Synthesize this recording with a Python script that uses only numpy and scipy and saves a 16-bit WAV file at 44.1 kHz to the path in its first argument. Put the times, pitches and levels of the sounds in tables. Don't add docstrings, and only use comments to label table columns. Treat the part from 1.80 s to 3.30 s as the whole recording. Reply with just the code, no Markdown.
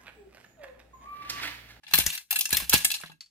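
import sys
import numpy as np
from scipy import signal
from scipy.fft import rfft, irfft
from scipy.io import wavfile
from scipy.ndimage import uniform_filter1d

SR = 44100
rng = np.random.default_rng(int(sys.argv[2]) if len(sys.argv) > 2 else 0)


def file_out(sig):
    cols = np.atleast_2d(sig).T
    lim = np.clip(cols, -1, 1)
    pcm = np.round(lim * 32767).astype(np.int16)
    wavfile.write(sys.argv[1], SR, pcm)


N = 66150

# [f/Hz, level/dB]
FLOOR_COLOUR = [(30, -4), (60, 0), (160, -3), (400, -16), (1600, -18), (4200, -18), (7000, -28),
                (16000, -34)]
FLOOR_DB = -82

# [t/s, level/dB, six band levels at 0.9, 1.8, 3.3, 6, 9.5, 13 kHz/dB,
# left over right before the port colour/dB, chatter decay to 1/e/s, plate ring/dB]
CLACKS = [(0.0325, -40, -19, -11.5, -10, -20, -26.5, -38.5, 4, 0.011, -5.5),
          (0.0661, -38.5, -28, -16.5, -4, -25, -45.5, -42, 6.5, 0.00098, 0.5),
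          (0.0777, -35.5, -23.5, -13, -7.5, -15, -22, -20.5, 4.5, 0.0099, -8.5),
          (0.1098, -21, -29, -33, -21.5, -28.5, -37, -29, 13, 0.0033, -2),
          (0.1356, -3, -24.5, -19.5, -12, -16, -19.5, -14, 3.5, 0.0016, -8),
          (0.1415, -11.5, -28, -13, -6, -30.5, -13, -7.5, 4, 0.0014, 4),
          (0.153, -16.5, -30, -21, -10, -15, -10.5, -3.5, 6.5, 0.0027, -17.5),
          (0.1752, -11.5, -32, -16.5, -16, -20, -18, -15, 1, 0.0047, -13),
          (0.1856, -7, -27, -38, -15, -16, -12.5, -11, 6, 0.00093, -4),
          (0.197, -11.5, -33, -18, -11.5, -17, -17, -18, 3.5, 0.011, -19.5),
          (0.2626, -8.5, -36, -20, -21, -9, -20, -13.5, 5.5, 0.0015, -24),
          (0.301, -33.5, -21, -15, 3, -16, 2, -9.5, 7.5, 0.0026, -17),
          (0.325, -26.5, -24, -12, -4.5, -6.5, -13, -6.5, 3.5, 0.023, -9),
          (0.3499, -23.5, -49, -20, -11.5, -30, -11.5, -12, 2.5, 0.0047, -22),
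          (0.376, -25, -37, -13.5, -10.5, -10, -15.5, -18.5, 6.5, 0.0015, -14),
          (0.5068, -12.5, -33.5, -21, -13, -21, -15, -7.5, 3.5, 0.006, -10),
          (0.5259, -19, -18, -32, -10.5, -12, -13.5, -10, 7, 0.0025, -8),
          (0.5571, -15, -30, -17, -6.5, -16, -9.5, -13.5, 2.5, 0.005, -3.5),
          (0.5879, -16.5, -34.5, -21.5, -9.5, -15, -12.5, -6.5, 5, 0.0039, -5),
          (0.6084, -11.5, -35.5, -43, -13, -12.5, -16.5, -12, 4, 0.0019, -9),
          (0.6543, -15.5, -36, -21.5, -12, -9, -15, -18, 5, 0.0014, -7.5),
          (0.691, -24.5, -25, -46, -20, -13, -19.5, -20.5, 11, 0.0015, -16),
          (0.7051, -16.5, -37.5, -26, -18.5, -26, -11, -17, 3, 0.0011, -9),
          (0.7166, -23, -44, -19, -12, -18, -14.5, -25.5, 5, 0.0068, -23),
          (0.7265, -8.5, -29.5, -17, -13, -15.5, -16, -10.5, 2, 0.0043, -1.5),
          (0.7432, -16, -22, -24, -8, -28.5, -14.5, -15, 8, 0.0065, -2.5),
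          (0.7684, -12, -39, -17, -12.5, -12.5, -14, -7, 5, 0.0021, -22),
          (0.7993, -24, -16, -26.5, -12.5, -20, -12, -13.5, 6, 0.0042, -7),
          (0.8948, -12.5, -35.5, -36, -16, -8.5, -10, -8.5, 1, 0.00099, -10.5),
          (0.9162, -23.5, -32, -21.5, -8.5, -23, -23.5, -20, -0.5, 0.0059, -11),
          (0.925, -17, -12.5, -18, -5.5, -22, -20.5, -20.5, 3, 0.0042, -15.5),
          (0.9307, -5, -21, -15, -11.5, -14, -17, -14, -1, 0.003, -6.5),
          (0.938, -9.5, -29, -33.5, -11.5, -11.5, -10.5, -12, 11, 0.0015, -17.5),
          (0.946, -12.5, -22, -21, -9, -16, -26, -18, 4, 0.0025, -14.5),
          (0.9528, -18, -39.5, -8, -3.5, -15.5, -31.5, -25.5, -1.5, 0.0051, -12.5),
          (0.9754, -19.5, -40.5, -25, -21, -8, -15.5, -10, 2.5, 0.0033, -7.5),
          (1.0049, -21, -25.5, -26, -13, -14, -22, -29, 8.5, 0.033, -8),
          (1.046, -6.5, -33, -17, -12.5, -13.5, -9.5, -13.5, 3, 0.0033, -10.5),
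          (1.1021, -20.5, -29, -20.5, -6.5, -15, -12, -20, 7.5, 0.0021, -5),
          (1.1142, -14.5, -42, -28, -10, -14.5, -17.5, -14, 1, 0.0032, -4.5),
          (1.1395, -19.5, -32.5, -36, -8, -13.5, -23, -20, 4, 0.0018, -6),
          (1.1447, -19, -32.5, -29.5, -10.5, -13, -18, -26, 6, 0.0059, -3),
          (1.162, -29.5, -29, -22, -11, -14, -14, -32, 7, 0.0038, -19),
          (1.1827, -46, -34, -9, 3.5, -29, -39, -46, -1, 0.0052, -2),
          (1.1984, -32, -19.5, -24.5, -17.5, -11, -18, -37.5, 7.5, 0.0075, -14),
          (1.21, -34, -38, -18, -8.5, -23, -5.5, -18, 4, 0.0031, -4),
          (1.2348, -31.5, -13, -3, -13.5, -32, -33, -28, 0, 0.00097, -19.5),
          (1.2577, -40, -18, -20, -3.5, -17, -15, -27, 6, 0.0037, -3.5),
          (1.268, -41, -38, -11.5, -6.5, -17.5, -26, -44, -1, 0.016, -16),
          (1.2968, -41.5, -9.5, -24.5, -10, -28.5, -30, -40.5, 8.5, 0.0025, -6),
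          (1.3152, -36.5, -24, -12.5, -15.5, -23.5, -26.5, -27, 1, 0.0052, 3)]
# [f/Hz, ...]
CLACK_BAND_HZ = [
    [780, 1100],
    [1800],
    [2600, 4300],
    [6000],
    [9500],
    [13000],
]
BAND_EDGES_HZ = [600, 1300, 2300, 4600, 8000, 11500, 15000]
CLACK_DB, GRAIN_DB = -0.05, 5
RISE_S, SETTLE_S = 0.0016, 0.0039

# [f/Hz, level/dB, t60/s]
PLATE_MODES = [(886, 3.5, 0.042), (1643, 4, 0.076), (1685, 9.5, 0.05), (2460, 1.5, 0.018),
               (2708, 10.5, 0.055), (3424, 4.5, 0.04), (4090, 10.5, 0.024), (4080, 4.5, 0.028),
               (5900, -5.5, 0.026), (6260, 1.5, 0.03), (10160, 13, 0.011), (12900, 6, 0.035)]
# [f/Hz, t60/s]
HOUSING_T60 = [(400, .04), (1500, .035), (4000, .03), (9000, .025), (15000, .022)]
RING_VARY_DB, DIRECT_DB = 2.5, -10
DETUNE = 0.009
EVEN_HZ = 500

# [t/s, level/dB]
RATTLE = [(0, -97.5), (.03, -70.5), (.07, -66.5), (.13, -43.5), (.2, -39), (.255, -40.5), (.28, -37),
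          (.38, -53), (.42, -59), (.46, -103), (.5, -63), (.54, -40.5), (.65, -71.5), (.72, -36),
          (.8, -35.5), (.885, -50.5), (.96, -33), (1.04, -47.5), (1.16, -55.5), (1.25, -53), (1.33, -70.5),
          (1.37, -101), (1.5, -93)]
# [f/Hz, level/dB]
RATTLE_COLOUR = [(180, -27.5), (300, -16), (1320, -7), (1640, -2.5), (2700, 0.5), (2930, 2), (8360, -6.5),
                 (12700, -2.5), (15000, -36), (16000, -32.5)]
RATTLE_PER_S, RATTLE_GRAIN_DB = 800, 3.5
RATTLE_RING_DB = -7.0

# [t/s, level/dB]
RUMBLE = [(0.0, -88), (0.104, -71.5), (0.3, -64), (0.46, -97), (0.572, -64), (0.714, -72), (0.76, -52.5),
          (0.88, -69), (0.94, -60.5), (1.052, -61.5), (1.198, -74.5), (1.332, -69.5), (1.5, -100.5)]
# [f/Hz, level/dB]
RUMBLE_COLOUR = [(70, -24.5), (155, 0.5), (220, -8), (290, -5), (450, -28), (1000, -44)]

# [t/s, push level/dB, table ring level/dB, start pitch f/Hz, end pitch f/Hz]
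THUDS = [(0.139, -38.5, -39.5, 463, 142), (.187, -23.5, -43, 914, 65), (.263, -34, -50, 760, 60),
         (0.729, -26, -54, 762, 66), (0.8224, -42, -47, 900, 62), (0.94, -15.5, -39, 880, 64.8),
         (1.047, -40.5, -46, 990, 70), (1.2365, -42, -48.5, 2080, 160), (1.297, -58, -51.5, 1410, 160)]
# [f/Hz, level/dB, t60/s]
TABLE_MODES = [(62, -8.5, 0.057), (160, 4, 0.2), (270, -6, 0.041)]
PUSH_LEFT_DB, PUSH_RIGHT_DB, TABLE_LEFT_DB = -12.5, 5, 5.5
GLIDE_S, PUSH_T60_S = 0.0014, 0.036
TABLE_VARY_DB, LOW_CUT_HZ = 1.5, 45

# [t/s, level/dB]
SHAKE = [(0.0, -88), (0.066, -77), (0.2, -34), (0.228, -43.5), (0.278, -30), (0.292, -46), (0.32, -65),
         (0.484, -84), (0.546, -59.5), (0.7, -81), (0.726, -36.5), (0.742, -35), (0.788, -47), (0.826, -40),
         (0.898, -48.5), (0.918, -41), (0.952, -34.5), (1.018, -55), (1.23, -67), (1.46, -92)]
SHAKE_HZ, SHAKE_DB = 65, -8
SHAKE_WIDTH_HZ = 12

# [t/s, level/dB]
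DROPS = [(1.407, -31), (1.438, -60.5), (1.46, -48.5), (1.483, -66.5)]
# [f/Hz, level/dB, t60/s]
TRAY_MODES = [(2060, -15, 0.025), (2600, -14, 0.04), (4460, 3, 0.045), (5150, -1, 0.02), (6180, -11, 0.025),
              (7300, -10, 0.03)]
# [f/Hz, level/dB]
TRAY_TICK_COLOUR = [(600, -30.5), (2000, -11.5), (5000, -6), (8000, -13), (14000, -25.5)]
TRAY_TICK_DB, DROP_DB = 6, 17.0

# [f/Hz, left over right/dB]
PORTS = [(400, 4), (900, -14), (1600, 1), (2700, -6.5), (4500, -1), (7000, -6.5), (10000, 5), (12500, 4.5),
         (15000, -3.5)]
SAME, LAG_SAMPLES = 0.63, 8

# [f/Hz, t60/s]
ROOM_T60 = [(300, 0.12), (2000, .14), (8000, 0.21), (15000, 0.19)]
ROOM_DB = -8.5

FULL_SCALE = 0.95
ROLL_OFF_HZ, EDGE_HZ = 15200, 16600


def amp(db):
    return 10 ** (np.asarray(db, float) / 20)


def evened(x):
    return x / np.sqrt(np.mean(x ** 2) + 1e-20)


def read(points, hz):
    f, value = np.transpose(points)
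    return np.interp(np.log(hz + 1), np.log(f + 1), value)


def curve(points):
    t, value = np.transpose(points)
    return np.interp(np.arange(N) / SR, t, value)


def add(mix, s, sound):
    part = mix[..., max(round(s * SR), 0):][..., :sound.shape[-1]]
    part += sound[..., :part.shape[-1]]


def colour(x, points):
    log_gain = np.log(amp(read(points, abs(np.fft.fftfreq(4096, 1 / SR)))))
    taps = np.fft.ifft(np.exp(np.conj(signal.hilbert(log_gain)))).real[:2048]
    taps = taps.reshape((1,) * (x.ndim - 1) + (-1,))
    return signal.fftconvolve(x, taps, axes=-1)[..., :x.shape[-1]]


def tail(t60s, size, same):
    a, b = rng.standard_normal((2, size))
    same = np.clip(same, 0, 1)
    pair = np.array([a, same * a + np.sqrt(1 - same ** 2) * b])
    hz, t, z = signal.stft(pair, SR, nperseg=128)
    t60 = np.maximum(read(t60s, hz), .005)[:, None]
    out = signal.istft(z * amp(-60 * t / t60), SR, nperseg=128)[1]
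    return out / np.linalg.norm(out[0])


def ring(modes, size, vary_db=0.):
    t = np.arange(size) / SR
    hz, db, t60 = np.transpose(modes)[:, :, None]
    luck = rng.standard_normal((4, len(modes), 1))
    turns = hz * (1 + DETUNE * luck[3]) * t
    ports = []
    for k in (1, 2):
        level_db = db + vary_db * (luck[0] + .5 * luck[k]) - 60 * t / t60
        sines = np.sin(2 * np.pi * turns + luck[k])
        ports.append((amp(level_db) * sines).sum(0))
    out = np.array(ports)
    return out / np.linalg.norm(out, axis=1).mean()


def flattened(x):
    z = rfft(x, 2 * len(x))
    width = max(int(EVEN_HZ * 2 * len(x) / SR), 1)
    power = uniform_filter1d(abs(z) ** 2, width)
    return irfft(z / np.sqrt(power + 1e-20))[:len(x)]


def band_db(x):
    power = np.cumsum((abs(rfft(x, 8192)) ** 2).mean(0)) / 4096
    edges = np.array(BAND_EDGES_HZ) * 8192 // SR
    return 10 * np.log10(np.diff(power[edges]) + 1e-20)


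def housing(x, ring_db):
    dense = tail(HOUSING_T60, 6000, SAME)[:, :6000]
    body = np.array([flattened(port) for port in dense])
    body += amp(ring_db) * ring(PLATE_MODES, 6000, RING_VARY_DB)
    body[:, 0] += amp(DIRECT_DB)
    return signal.fftconvolve(x[None], body, axes=1)


def noise_floor():
    return amp(FLOOR_DB) * evened(colour(rng.standard_normal((2, N)), FLOOR_COLOUR))


def clacks():
    out, t = np.zeros((2, N)), np.arange(2000) / SR
    for s, db, *bands, pan_db, length, ring_db in CLACKS:
        settling = np.maximum(t - 2 * length, 0) / SETTLE_S
        shape = np.minimum(t / RISE_S, 1) * np.exp(-t / length - settling)
        grain_size = amp(GRAIN_DB * np.minimum(rng.exponential(1, len(t)), 3))
        grains = rng.standard_normal(len(t)) * grain_size
        struck = housing(flattened(shape * grains), ring_db)
        gains_db = np.array(bands) - band_db(struck) + 10 * np.log10(SR / 200)
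        points = [(400, gains_db[0] - 20.5)]
        points += [(f, g) for band, g in zip(CLACK_BAND_HZ, gains_db) for f in band]
        left, right = colour(struck, points)
        lag = round(LAG_SAMPLES * rng.uniform(-1, 1))
        sound = np.array([left, np.roll(right, lag)])
        pan = np.array([[pan_db / 2], [-pan_db / 2]])
        add(out, s, amp(CLACK_DB + db + pan) * sound)
    return out


def rattle():
    size = amp(RATTLE_GRAIN_DB * np.minimum(rng.exponential(1, N), 4))
    size = size * (rng.random(N) < RATTLE_PER_S / SR)
    ticks = evened(size) * amp(curve(RATTLE))
    place = rng.integers(0, 8, N)
    struck = sum(housing(ticks * (place == k), RATTLE_RING_DB)[:, :N] for k in range(8))
    out = colour(struck, RATTLE_COLOUR)
    return out * np.std(ticks) / np.std(out)


def rumble():
    a, b = rng.standard_normal((2, N))
    noise = evened(colour(np.array([a, 2.7 * a + b]), RUMBLE_COLOUR))
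    return noise * amp(curve(RUMBLE) + np.array([[-2.5], [2.5]]))


def thuds():
    out, t = np.zeros((2, N)), np.arange(6000) / SR
    push_ports_db = np.array([[PUSH_LEFT_DB], [PUSH_RIGHT_DB]])
    table_ports_db = np.array([[TABLE_LEFT_DB], [0]])
    for s, push_db, ring_db, start_hz, end_hz in THUDS:
        hz = end_hz + (start_hz - end_hz) / (1 + t / GLIDE_S) ** 2
        push = amp(-60 * t / PUSH_T60_S) * np.sin(2 * np.pi * np.cumsum(hz) / SR)
        table = ring(TABLE_MODES, 12000, TABLE_VARY_DB)
        add(out, s, amp(push_db + push_ports_db) * push)
        add(out, s, amp(ring_db + table_ports_db) * table / abs(table).max())
    return signal.lfilter(*signal.butter(2, LOW_CUT_HZ, "high", fs=SR), out)


def shake():
    a, b = rng.standard_normal((2, N))
    peak = signal.iirpeak(SHAKE_HZ, SHAKE_HZ / SHAKE_WIDTH_HZ, SR)
    low = signal.lfilter(*peak, np.array([a, a + .3 * b]))
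    low = signal.lfilter(*peak, low)
    wobble = np.sqrt(2) * np.cos(np.angle(signal.hilbert(low)))
    return wobble * amp(curve(SHAKE) + SHAKE_DB + np.array([[-2.5], [2.5]]))


def drops():
    out = np.zeros((2, N))
    fade_in = np.minimum(np.arange(5000) / 30.0, 1)
    for s, db in DROPS:
        noise = tail([(1000, 0.094), (10000, 0.077)], 5000, SAME)[:, :5000]
        tick = amp(TRAY_TICK_DB) * colour(noise, TRAY_TICK_COLOUR)
        add(out, s, amp(db + DROP_DB) * (ring(TRAY_MODES, 5000, 0.45) + tick) * fade_in)
    return out


def room(direct):
    echo = np.pad(tail(ROOM_T60, 16000, 0.91), ((0, 0), (200, 0)))
    return amp(ROOM_DB) * signal.fftconvolve(direct, echo, axes=1)[:, :N]


def scene():
    metal = clacks() + rattle()
    left = colour(metal[0], [(f, db / 2) for f, db in PORTS])
    right = colour(metal[1], [(f, -db / 2) for f, db in PORTS])
    direct = np.array([left, right]) + thuds() + drops()
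    return direct + room(direct) + shake() + rumble() + noise_floor()


def record(dry):
    rounded = FULL_SCALE * np.tanh(dry / FULL_SCALE)
    corners_hz = [0, ROLL_OFF_HZ, 15700, EDGE_HZ, SR / 2]
    roll_off = signal.firwin2(255, corners_hz, amp([0, 0, -25, -40, -60]), fs=SR)
    soft = signal.oaconvolve(rounded, roll_off[None], "same")
    band_limit = signal.firwin(511, EDGE_HZ, window=("kaiser", 9), fs=SR)
    return signal.oaconvolve(soft, band_limit[None], "same")


dry = scene()
out = record(dry)
file_out(out)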